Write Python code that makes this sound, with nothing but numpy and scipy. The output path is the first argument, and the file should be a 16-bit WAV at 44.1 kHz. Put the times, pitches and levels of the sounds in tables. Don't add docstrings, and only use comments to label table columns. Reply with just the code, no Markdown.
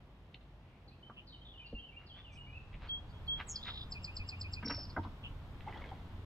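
import sys
import numpy as np
from scipy import signal
from scipy.fft import rfft, irfft
from scipy.io import wavfile

SR = 44100
rng = np.random.default_rng(int(sys.argv[2]) if len(sys.argv) > 2 else 0)


def generate_wav(signal):
    frames = np.transpose(np.atleast_2d(signal))
    scaled = np.clip(frames, -1, 1) * 32767
    pcm = np.round(scaled).astype(np.int16)
    wavfile.write(sys.argv[1], SR, pcm)


N = 275625
TIME = np.arange(N) / SR


def from_db(db):
    return 10 ** (np.asarray(db) / 20)


def rms_one(x):
    return x / np.sqrt(np.mean(x ** 2) + 1e-20)


def at_hz(points, hz):
    f, value = np.transpose(points)
    return np.interp(np.log(hz + 1e-3), np.log(f), value)


def add(out, start_s, sound):
    i = max(0, int(start_s * SR))
    out[i:i + len(sound)] += sound[:max(0, N - i)]


def bins(x):
    return np.fft.rfftfreq(x.shape[-1], 1 / SR)


def filtered(x, gain):
    return irfft(rfft(x) * gain, x.shape[-1])


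def colour(x, spectrum):
    return rms_one(filtered(x, from_db(at_hz(spectrum, bins(x)))))


def hump(hz, centre_hz, octaves):
    return np.exp(-.5 * (np.log2((hz + 1e-3) / centre_hz) / octaves) ** 2)


def cut(x, hz, kind):
    return signal.sosfilt(signal.butter(4, hz, kind, fs=SR, output="sos"), x)


def grains(size, uneven_db):
    return rng.standard_normal(size) * from_db(uneven_db * np.minimum(rng.exponential(1, size), 5))


def wander(length, per_s):
    steps = np.arange(length) * per_s / SR
    points = rng.standard_normal(1000)
    return np.interp(steps, np.arange(len(points)), points)


def scatter(x, wet_db, t60_s, delay_s):
    t = np.arange(SR) / SR
    cloud = rng.standard_normal(SR) * (t > delay_s) * from_db(-60 * t / t60_s)
    return from_db(wet_db) * signal.fftconvolve(x, cloud / np.linalg.norm(cloud))[:N]


def surround(x, wet_db, t60_s, delay_s):
    mid, side = scatter(x, wet_db, t60_s, delay_s), scatter(x, wet_db, t60_s, delay_s)
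    return (mid + cut(side, 830, "high") * [[1], [-1]]) / np.sqrt(2)


def place(x, phase):
    return filtered(x, np.exp(.5j * at_hz(phase, bins(x)) * [[1], [-1]]))


# (frequency [Hz], correlation [-1..1])
LIKENESS = [(25, 0.79), (70, 1), (300, 0.97), (600, 0.92), (1100, 0.67), (2200, -0.14), (4000, -0.085),
            (8000, 0.6), (14000, 0.66)]


def diffuse(spectrum):
    mid, side = rfft(rng.standard_normal((2, N)))
    alike = np.clip(at_hz(LIKENESS, bins(TIME)), -.99, .995)
    ears = np.sqrt(1 + alike) * mid + np.sqrt(1 - alike) * side * [[1], [-1]]
    return colour(irfft(ears, N), spectrum)


def drone(lines):
    out = 0
    for hz, db, unsteady in lines:
        skirt = rms_one(filtered(rng.standard_normal(N), 1 / (1 + ((bins(TIME) - hz) / 4) ** 2)))
        tone = np.sqrt(2) * np.sin(2 * np.pi * (hz * TIME + rng.random()))
        out = out + from_db(db) * rms_one(tone + unsteady * skirt)
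    return out


# (frequency [Hz], relative density [dB per Hz])
BANK_AIR_SPECTRUM = [(12, -54), (20, -23.5), (43, -6), (127, -10), (156, -12), (227, -16.5), (330, -19.5),
                     (413, -23), (699, -23.5), (812, -24), (1150, -28), (1410, -31), (2320, -33.5),
                     (3220, -34.5), (7920, -58.5), (10300, -61.5), (17400, -120)]
SHORE_AIR_SPECTRUM = [(20, -3), (40, 5), (65, -6), (100, 0), (150, -4.5), (280, -13.5), (500, -19.5),
                      (1000, -19), (2000, -28), (3500, -29.5), (5500, -43.5), (8500, -52.5), (16000, -86)]
HISS_SPECTRUM = [(3000, -3), (9000, -1.5), (13000, 4.5), (16000, -4.5)]
# (frequency [Hz], level over the hush [dB], skirt-to-tone ratio [rms])
BANK_DRONE_LINES = [(50.7, -2.5, 0.19), (87.7, -7.5, 1), (130.6, -7, 1)]
SHORE_DRONE_LINES = [(71.4, -5, 0.41), (91.8, -4, 1.24), (272.6, -22, 1.4)]
SHIFT_START_S, SHIFT_END_S = 1.9, 3.29
BANK_HUSH_DB, SHORE_HUSH_DB = -59, -50
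HISS_START_DB, HISS_END_DB = -93.5, -84


def air():
    shift = np.clip((TIME - SHIFT_START_S) / (SHIFT_END_S - SHIFT_START_S), 0, 1)
    bank = from_db(BANK_HUSH_DB) * (diffuse(BANK_AIR_SPECTRUM) + drone(BANK_DRONE_LINES))
    shore = from_db(SHORE_HUSH_DB) * (diffuse(SHORE_AIR_SPECTRUM) + drone(SHORE_DRONE_LINES))
    hiss_db = HISS_START_DB + (HISS_END_DB - HISS_START_DB) * shift ** 4
    hiss = from_db(hiss_db) * diffuse(HISS_SPECTRUM)
    return np.sqrt(1 - shift) * bank + shift ** 0.79 * shore + hiss


# (frequency [Hz], relative level [dB], t60 [s])
HULL_MODES = [(47.6, -8.5, 0.16), (91, 2.5, 0.37), (179, -8, .15), (222.3, 7, .11), (285.5, 6, .11),
              (341, 0, 0.06), (461.5, 5, .06), (595, 7, .04), (732, 6, 0.082), (850, 3, 0.057),
              (921, 8.5, 0.078), (985, 8.5, .055), (1160, 1, 0.075), (1256, 2, 0.064), (1350, 0.5, 0.055),
              (1540, 6, .05), (1622, 3.5, .05), (1920, 3, .03), (2070, 5, .045), (2223, 6, 0.028),
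              (2390, 3, .025), (2620, 2, .025), (2780, -2, .03), (3920, 9, 0.029)]
# (peak time [s], swell [s], level [dB], centre [Hz], spread [octaves])
SCUFFS = [(.346, 0.0019, -51.5, 3200, 0.4), (.73, 0.058, -75, 2450, .25), (2.029, .022, -63.5, 1510, 1.3),
          (2.19, 0.015, -58.5, 1840, 1.3), (2.745, 0.0074, -55, 2490, 0.4), (2.85, .022, -54, 1830, 1.36),
          (3.406, .011, -46, 1820, 0.97), (3.682, .012, -46.5, 1910, 1), (5.043, 0.0058, -59, 3700, 0.49),
          (5.609, 0.0021, -54.5, 2450, .5)]


def scuffs(grit_db, panel_db):
    out, t = np.zeros(N), np.arange(SR // 4) / SR
    f = bins(t)
    panels = sum(1 / (1 + ((f - hz) / 45) ** 2) for hz, _, _ in HULL_MODES)
    for peak_s, swell_s, db, centre_hz, octaves in SCUFFS:
        tone = hump(f, centre_hz, octaves) * from_db(panel_db * panels) / np.sqrt(f + centre_hz)
        grit = rms_one(filtered(grains(len(t), grit_db), tone))
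        catch_db = 2.5 * wander(len(t), per_s=170)
        swell = 1 / np.cosh((t - t.mean()) / swell_s)
        add(out, peak_s - t.mean(), from_db(db + catch_db) * grit * swell)
    return out


def note(length_s, db, pitches_hz, depth_hz=0, buzz_per_s=0, edge_s=.025, waver=0.0021, throb=0.76,
         roughness=0.89):
    u = np.linspace(0, 1, max(8, int(length_s * SR)))
    knots = np.linspace(0, 1, len(pitches_hz))
    glide_hz = np.polyval(np.polyfit(knots, pitches_hz, len(pitches_hz) - 1), u)
    unsteady = wander(len(u), per_s=270)
    cycle = 2 * np.pi * np.cumsum(buzz_per_s * (1 + .1 * unsteady)) / SR
    swing = roughness * wander(len(u), per_s=720) - np.sin(cycle)
    hz = glide_hz * (1 + waver * unsteady) + depth_hz * swing
    edges = signal.windows.tukey(len(u), min(2 * edge_s / length_s, .85))
    level = edges * (1 - min(throb, 1) * np.sin(cycle / 2) ** 2)
    return np.sqrt(2) * from_db(db) * level * np.sin(2 * np.pi * np.cumsum(hz) / SR)


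# (time [s], length [s], level [dB], start [Hz], middle [Hz], end [Hz])
WARBLE_NOTES = [(.873, 0.031, -59.5, 4700, 4200, 3680), (.905, 0.048, -67.5, 2390, 2550, 2870),
                (1.023, 0.047, -55, 3020, 3070, 3120), (1.266, 0.051, -57, 4670, 4200, 3820),
                (1.312, 0.052, -61, 3830, 3750, 3650), (1.32, .04, -54, 3280, 3050, 2820),
                (1.408, 0.031, -56.5, 3340, 3150, 3400), (1.445, 0.038, -55.5, 3710, 3550, 3450),
                (1.477, 0.052, -56, 3330, 3450, 3380), (1.531, 0.043, -58, 2950, 2900, 2690),
                (1.572, .046, -51, 3080, 3030, 2800), (1.59, .055, -57, 2530, 2460, 2510),
                (1.636, .062, -55.5, 2800, 2780, 2920), (1.656, .032, -58.5, 4910, 4450, 4000),
                (1.743, 0.054, -50, 2840, 2780, 2790), (1.783, 0.037, -49, 3000, 3170, 3100),
                (1.818, .046, -53.5, 2980, 2940, 3080), (1.88, .036, -56, 2840, 2750, 2500),
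                (1.916, .05, -60.5, 2350, 2380, 2640), (1.96, 0.037, -49, 2720, 2800, 2780),
                (2.059, 0.0423, -61.5, 4700, 4400, 3900), (2.09, 0.069, -54, 3600, 3090, 3500),
                (2.16, 0.057, -56, 3490, 3400, 3500), (2.238, 0.053, -56.5, 3230, 2880, 2710),
                (2.285, 0.066, -62, 2700, 2380, 2340), (2.35, .03, -56.5, 2380, 2500, 2520),
                (2.367, .034, -52, 3060, 2880, 2840), (2.403, .04, -49, 2910, 2880, 2930),
                (2.462, .058, -58, 2206, 2420, 2470), (2.521, 0.038, -53.5, 2470, 2520, 2640),
                (2.548, 0.038, -48.5, 2630, 2660, 2540)]
# (frequency [Hz], phase [rad])
WARBLER_PHASE = [(2600, 1.18), (3400, 1.96), (4200, 2.1)]
WARBLE_CLEAR_HZ, WARBLE_BUZZ_PER_S = 2993, 89
WARBLE_DEPTH_HZ_PER_HZ = 0.16


def warbler():
    song = np.zeros(N)
    for s, length_s, db, *pitches_hz in WARBLE_NOTES:
        depth_hz = WARBLE_DEPTH_HZ_PER_HZ * max(pitches_hz[1] - WARBLE_CLEAR_HZ, 0)
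        add(song, s, note(length_s, db, pitches_hz, depth_hz, WARBLE_BUZZ_PER_S,
                          edge_s=.012, waver=.012, throb=0.25))
    blurred = from_db(-2.5) * song + scatter(song, wet_db=-6, t60_s=.18, delay_s=.004)
    return place(blurred, WARBLER_PHASE) + surround(song, wet_db=-8.5, t60_s=.7, delay_s=.014)


def hull_rings():
    t = np.arange(SR // 3) / SR
    hz, mode_db, t60_s = np.transpose(HULL_MODES)[:, :, None]
    return from_db(mode_db - 60 * t / t60_s) * np.sin(2 * np.pi * hz * t)


RATTLES_PER_S = 2200


def blow(rings, centre_hz, octaves, rattle_s, rattle_db=7.0, crack_db=-3, crack_t60_s=0.04, hard_hz=685):
    t, mode_hz = np.arange(rings.shape[1]) / SR, np.array(HULL_MODES)[:, 0]
    hard = centre_hz / (centre_hz + hard_hz)
    body = (hump(mode_hz, centre_hz, octaves) * rng.choice([-1, 1], len(mode_hz))) @ rings
    f = bins(t)
    crack = filtered(rng.standard_normal(len(t)), hump(f, centre_hz, octaves) / np.sqrt(f + centre_hz))
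    crack *= from_db(-60 * t / crack_t60_s) * (1 - np.exp(-2 * t * centre_hz))
    hits = rng.random(len(t)) < RATTLES_PER_S / SR
    force = grains(len(t), uneven_db=3.0) * hits * np.exp(-t / rattle_s)
    force *= hard * from_db(rattle_db) / np.linalg.norm(force)
    force[0] += 1
    response = rms_one(body) + hard * from_db(crack_db) * rms_one(crack)
    sound = signal.fftconvolve(force, response)[:len(t)]
    sound = cut(sound, min(centre_hz * 2 ** (2 * octaves), SR / 4), "low")
    return sound / np.abs(sound).max()


# (time [s], clack level [dB], clack centre [Hz],
# clack spread [octaves], thump level [dB], thump centre [Hz], rattle decay [s])
KNOCKS = [(1.098, -42, 1080, .3, -51.5, 160, .0011), (1.727, -41, 570, .2, -39.5, 200, .00038),
          (4.627, -40, 1200, .8, -44.5, 200, 0.00069), (4.631, -38.5, 1200, 0.88, -43, 200, .001),
          (4.646, -45, 2050, 0.26, -36, 223, .002), (4.659, -49, 900, 0.74, -40, 330, .002),
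          (4.674, -40, 1800, 0.76, -40, 190, .002), (4.684, -38.5, 3900, .3, -45, 420, 0.0022),
          (4.698, -33.5, 1450, 0.65, -43, 400, 0.00064), (4.703, -34.5, 1300, 0.75, -43, 450, 0.00067),
          (4.708, -32.5, 2000, .45, -38.5, 300, .0008), (4.716, -37.5, 1050, 0.72, -40, 230, .001),
          (4.738, -43.5, 1600, 0.93, -41.5, 200, 0.0023), (4.75, -50, 2500, .5, -40.5, 100, .002),
          (4.778, -44.5, 610, 0.19, -42.5, 110, .012), (4.795, -50.5, 2600, .9, -49, 200, .001),
          (4.964, -30, 1040, 0.59, -37, 260, 0.0043), (4.971, -29, 930, 0.57, -38, 300, .002),
          (4.978, -34.5, 850, 0.52, -29, 275, .002), (4.989, -38, 950, 0.47, -39, 280, .003),
          (5.049, -39.5, 1000, .28, -46, 250, .002), (5.058, -43.5, 1150, .25, -48, 420, 0.0026),
          (5.069, -49, 950, 0.36, -45, 270, .003)]
THUMP_OCTAVES, THUMP_LAG_S = 0.45, 0.00401
# (time [s], peak level [dB], centre [Hz])
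BOOMS = [(1.736, -39, 52), (2.729, -47, 43), (4.197, -34.5, 58.2), (4.983, -34.5, 90)]
BOOM_OCTAVES, BOOM_RATTLE_S = 0.34, 0.0032


def hull():
    out, rings = np.zeros(N), hull_rings()
    for s, clack_db, clack_hz, octaves, thump_db, thump_hz, rattle_s in KNOCKS:
        clack = blow(rings, clack_hz, octaves, rattle_s)
        thump = blow(rings, thump_hz, THUMP_OCTAVES, rattle_s)
        add(out, s, from_db(clack_db) * clack)
        add(out, s + THUMP_LAG_S, from_db(thump_db) * thump)
    for s, db, hz in BOOMS:
        add(out, s, from_db(db) * blow(rings, hz, BOOM_OCTAVES, BOOM_RATTLE_S))
    return out


# (time [s], length [s], level [dB], start [Hz], end [Hz])
CHIRPS = [(1.159, 0.0534, -49, 2706, 2970), (5.226, 0.059, -44.5, 2945, 2825)]
CHIRP_BUZZ_PER_S, CHIRP_SWING_HZ = 133, 203
# (frequency [Hz], phase [rad])
SPARROW_PHASE = [(2450, 3.8), (2850, 3.7), (3280, 2.53), (3700, 2.2), (4700, .87), (5450, .34),
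                 (6700, -.14)]


def chirps():
    out = np.zeros(N)
    for s, length_s, db, start_hz, end_hz in CHIRPS:
        add(out, s, note(length_s, db, [start_hz, end_hz], CHIRP_SWING_HZ, CHIRP_BUZZ_PER_S))
    return place(out, SPARROW_PHASE) + surround(out, wet_db=-6.5, t60_s=0.15, delay_s=0.0022)


def sparrow(echo_s, echo_db):
    song = sparrow_song()
    bright = cut(song, 3800, "high")
    echo = from_db(echo_db) * np.interp(TIME - echo_s, TIME, bright)
    near = song + echo + scatter(bright, wet_db=-8, t60_s=0.1, delay_s=0.0033)
    band = cut(cut(bright, 4240, "high"), 5800, "low")
    long_wash = surround(band, wet_db=-18, t60_s=0.75, delay_s=0.038)
    short_wash = surround(song, wet_db=-21.5, t60_s=0.34, delay_s=0.02)
    return place(near, SPARROW_PHASE) + long_wash + short_wash


LONE_FLICK_S, LONE_FLICK_DB = 3.555, -36


def sparrow_song():
    out = buzzes() + whistles() + rasp(count=12) + trill(count=6) + closing_note(count=10)
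    add(out, LONE_FLICK_S, flick(LONE_FLICK_DB))
    return out


# (time [s], length [s], level [dB], start [Hz], end [Hz], buzz rate [1/s], swing [share of end pitch])
BUZZES = [(2.312, 0.07, -71, 5770, 5200, 220, 0.087), (2.311, 0.1, -79.5, 7870, 8300, 200, .06),
          (2.872, .025, -61, 4420, 4400, 150, .03), (3.08, .05, -69.5, 4650, 4630, 150, 0.028),
          (3.264, 0.0246, -58.5, 4450, 4280, 150, 0.037), (3.461, 0.075, -53.5, 7910, 7310, 173, 0.022),
          (3.478, 0.058, -40, 6880, 6590, 162, 0.041), (3.5, .05, -54, 5950, 5600, 162, .035),
          (3.545, .014, -48, 5250, 5350, 57, .005), (3.61, .016, -47, 3570, 3550, 57, .015),
          (3.66, 0.065, -43, 3680, 3667, 59, .004), (4.89, 0.0294, -52, 4920, 4490, 180, 0.065)]


def buzzes():
    out = np.zeros(N)
    for s, length_s, db, start_hz, end_hz, buzz_per_s, swing in BUZZES:
        add(out, s, note(length_s, db, [start_hz, end_hz], swing * end_hz, buzz_per_s))
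    return out


# (time [s], length [s], level [dB])
WHISTLES = [(2.885, 0.12, -40), (3.123, .14, -68), (3.274, .135, -36.5), (3.53, .1, -56.5)]
WHISTLE_HZ, WHISTLE_HOLD_S, WHISTLE_FADE_DB_PER_S = 3278, 0.059, 290.5


def whistles():
    out = np.zeros(N)
    for s, length_s, db in WHISTLES:
        tone = note(length_s, db, [WHISTLE_HZ], edge_s=.016, waver=0.0024)
        faded_s = np.maximum(np.arange(len(tone)) / SR - WHISTLE_HOLD_S, 0)
        add(out, s, tone * from_db(-WHISTLE_FADE_DB_PER_S * faded_s))
    return out


FLICK_HZ, FLICK_S = (5500, 4770, 3750), 0.013


def flick(db):
    return note(FLICK_S, db, FLICK_HZ)


RASP_START_S, RASP_PERIOD_S, RASP_PULSE_S = 3.627, .018, .014
RASP_DB, RASP_HZ = -47, 3620
RASP_PIP_DB, RASP_PIP_HZ = -17, 4930


def rasp(count):
    out = np.zeros(N)
    starts_s = RASP_START_S + RASP_PERIOD_S * np.arange(count)
    levels_db = RASP_DB + rng.normal(0, 1.5, count)
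    for s, db in zip(starts_s, levels_db):
        add(out, s, note(RASP_PULSE_S, db, [RASP_HZ], depth_hz=258, buzz_per_s=303,
                         edge_s=0.0037, throb=0.33))
        add(out, s, note(RASP_PULSE_S, db + RASP_PIP_DB, [RASP_PIP_HZ], depth_hz=110, buzz_per_s=270))
    return out + scatter(out, wet_db=-4.5, t60_s=.08, delay_s=0.0019)


# (time after flick [s], length [s], level [dB],
# start [Hz], middle [Hz], end [Hz], buzz depth [Hz])
SYLLABLE = [(-.024, 0.055, -64, 7330, 7560, 7460, 28), (-.010, 0.013, -56, 5030, 5300, 5380, 10),
            (0.021, 0.06, -48, 2800, 2440, 2750, 75), (0.064, 0.077, -61, 2800, 2770, 2740, 98)]
TRILL_START_S, TRILL_PERIOD_S, TRILL_DB = 3.9184, .1227, -39.5


def trill(count):
    out = np.zeros(N)
    for s in TRILL_START_S + TRILL_PERIOD_S * np.arange(count):
        add(out, s, flick(TRILL_DB))
        for after_s, length_s, db, *pitches_hz, depth_hz in SYLLABLE:
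            add(out, s + after_s, note(length_s, db, pitches_hz, depth_hz, buzz_per_s=98.5, throb=0.28))
    return out


CLOSE_START_S, CLOSE_S, CLOSE_DB, CLOSE_HZ = 4.642, .22, -43, (5490, 5400, 5300)
CLOSE_FADE_DB_PER_S = 27
CLOSE_FLICK_AFTER_S, CLOSE_FLICK_PERIOD_S = .016, .0214
CLOSE_FLICK_S, CLOSE_FLICK_DB, CLOSE_FLICK_HZ = 0.0068, -44, (5480, 4840, 4100)


def closing_note(count):
    out = np.zeros(N)
    add(out, CLOSE_START_S, note(CLOSE_S, CLOSE_DB, CLOSE_HZ, depth_hz=45,
                                 buzz_per_s=1 / CLOSE_FLICK_PERIOD_S, throb=0.3))
    for s in CLOSE_START_S + CLOSE_FLICK_AFTER_S + CLOSE_FLICK_PERIOD_S * np.arange(count):
        add(out, s, note(CLOSE_FLICK_S, CLOSE_FLICK_DB, CLOSE_FLICK_HZ))
    return out * from_db(-CLOSE_FADE_DB_PER_S * np.maximum(TIME - CLOSE_START_S, 0))


# (time [s], level [dB], starting bubble pitch [Hz])
PLOPS = [(5.664, -48.5, 784), (5.673, -36.5, 840), (5.682, -46.5, 2060), (5.693, -46, 788),
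         (5.724, -51, 1970), (5.741, -53, 1940), (5.756, -47.5, 854), (5.772, -51, 3300),
         (5.819, -51, 2150), (5.838, -47.5, 2116), (5.889, -54, 3210), (5.913, -44, 798), (5.922, -44, 787)]
PLOP_SWELL_S, PLOP_SWELL_HZ = .0058, 825
DRIP_DB, DRIP_LOW_HZ, DRIP_HIGH_HZ = -59, 898, 3400
# (frequency [Hz], relative level [dB])
SPRAY_SPECTRUM = [(300, 8.5), (850, 5), (1150, -2), (1700, -4.5), (2100, 0.5), (2500, -11), (3300, -5),
                  (4500, -17.5), (9000, -36), (16000, -56)]
SPRAY_START_S, SPRAY_END_S, SPRAY_DROPS_PER_S = 5.68, 5.85, 2500
SPRAY_DB, SPRAY_RISE_DB_PER_S, SPRAY_FALL_DB_PER_S = -55, 162, 51


def water(rise_per_s, fizz_db, splash_db, splash_octaves, drip_count):
    out, t = np.zeros(N), np.arange(SR // 8) / SR
    drips = []
    for k, (when, small) in enumerate(rng.random((drip_count, 2))):
        drip_s = SPRAY_START_S + (SPRAY_END_S - SPRAY_START_S) * (k + when) / (drip_count - 1)
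        drips.append((drip_s, DRIP_DB, DRIP_LOW_HZ * (DRIP_HIGH_HZ / DRIP_LOW_HZ) ** small))
    for s, db, hz in PLOPS + drips:
        swell_s = PLOP_SWELL_S * np.sqrt(PLOP_SWELL_HZ / hz)
        swell = (t / swell_s * np.exp(1 - t / swell_s)) ** 2
        ring = np.sin(2 * np.pi * hz * t * (1 + rise_per_s * t))
        splash = rms_one(filtered(grains(len(t), 6.1), hump(bins(t), hz, splash_octaves)))
        add(out, s, from_db(db) * swell * (ring + from_db(splash_db) * splash))
    drops = grains(N, fizz_db) * (rng.random(N) < SPRAY_DROPS_PER_S / SR)
    before_s = np.maximum(SPRAY_START_S - TIME, 0)
    after_s = np.maximum(TIME - SPRAY_END_S, 0)
    spray_db = SPRAY_DB - SPRAY_RISE_DB_PER_S * before_s - SPRAY_FALL_DB_PER_S * after_s
    return out + from_db(spray_db) * colour(drops, SPRAY_SPECTRUM)


def scene():
    gear = hull() + scuffs(grit_db=5.0, panel_db=4.0)
    plops = water(rise_per_s=0.93, fizz_db=0.5, splash_db=-8.5, splash_octaves=0.39, drip_count=40)
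    boat = cut(gear, 3970, "low") + plops
    inside = surround(cut(boat, 360, "high"), wet_db=-7, t60_s=0.09, delay_s=0.0082)
    trees = surround(boat, wet_db=-16.0, t60_s=0.24, delay_s=0.064)
    birds = sparrow(echo_s=0.013, echo_db=-11.5) + warbler() + chirps()
    return boat + inside + trees + birds + air()


EDGE_FADE_S, CUTOFF_HZ = .004, 15700


def record(dry):
    ease = np.minimum(np.minimum(TIME, TIME[::-1]) / EDGE_FADE_S, 1)
    top_cut = signal.ellip(10, .1, 80, CUTOFF_HZ, fs=SR, output="sos")
    return signal.sosfilt(top_cut, dry * ease)


dry = scene()
out = record(dry)
generate_wav(out)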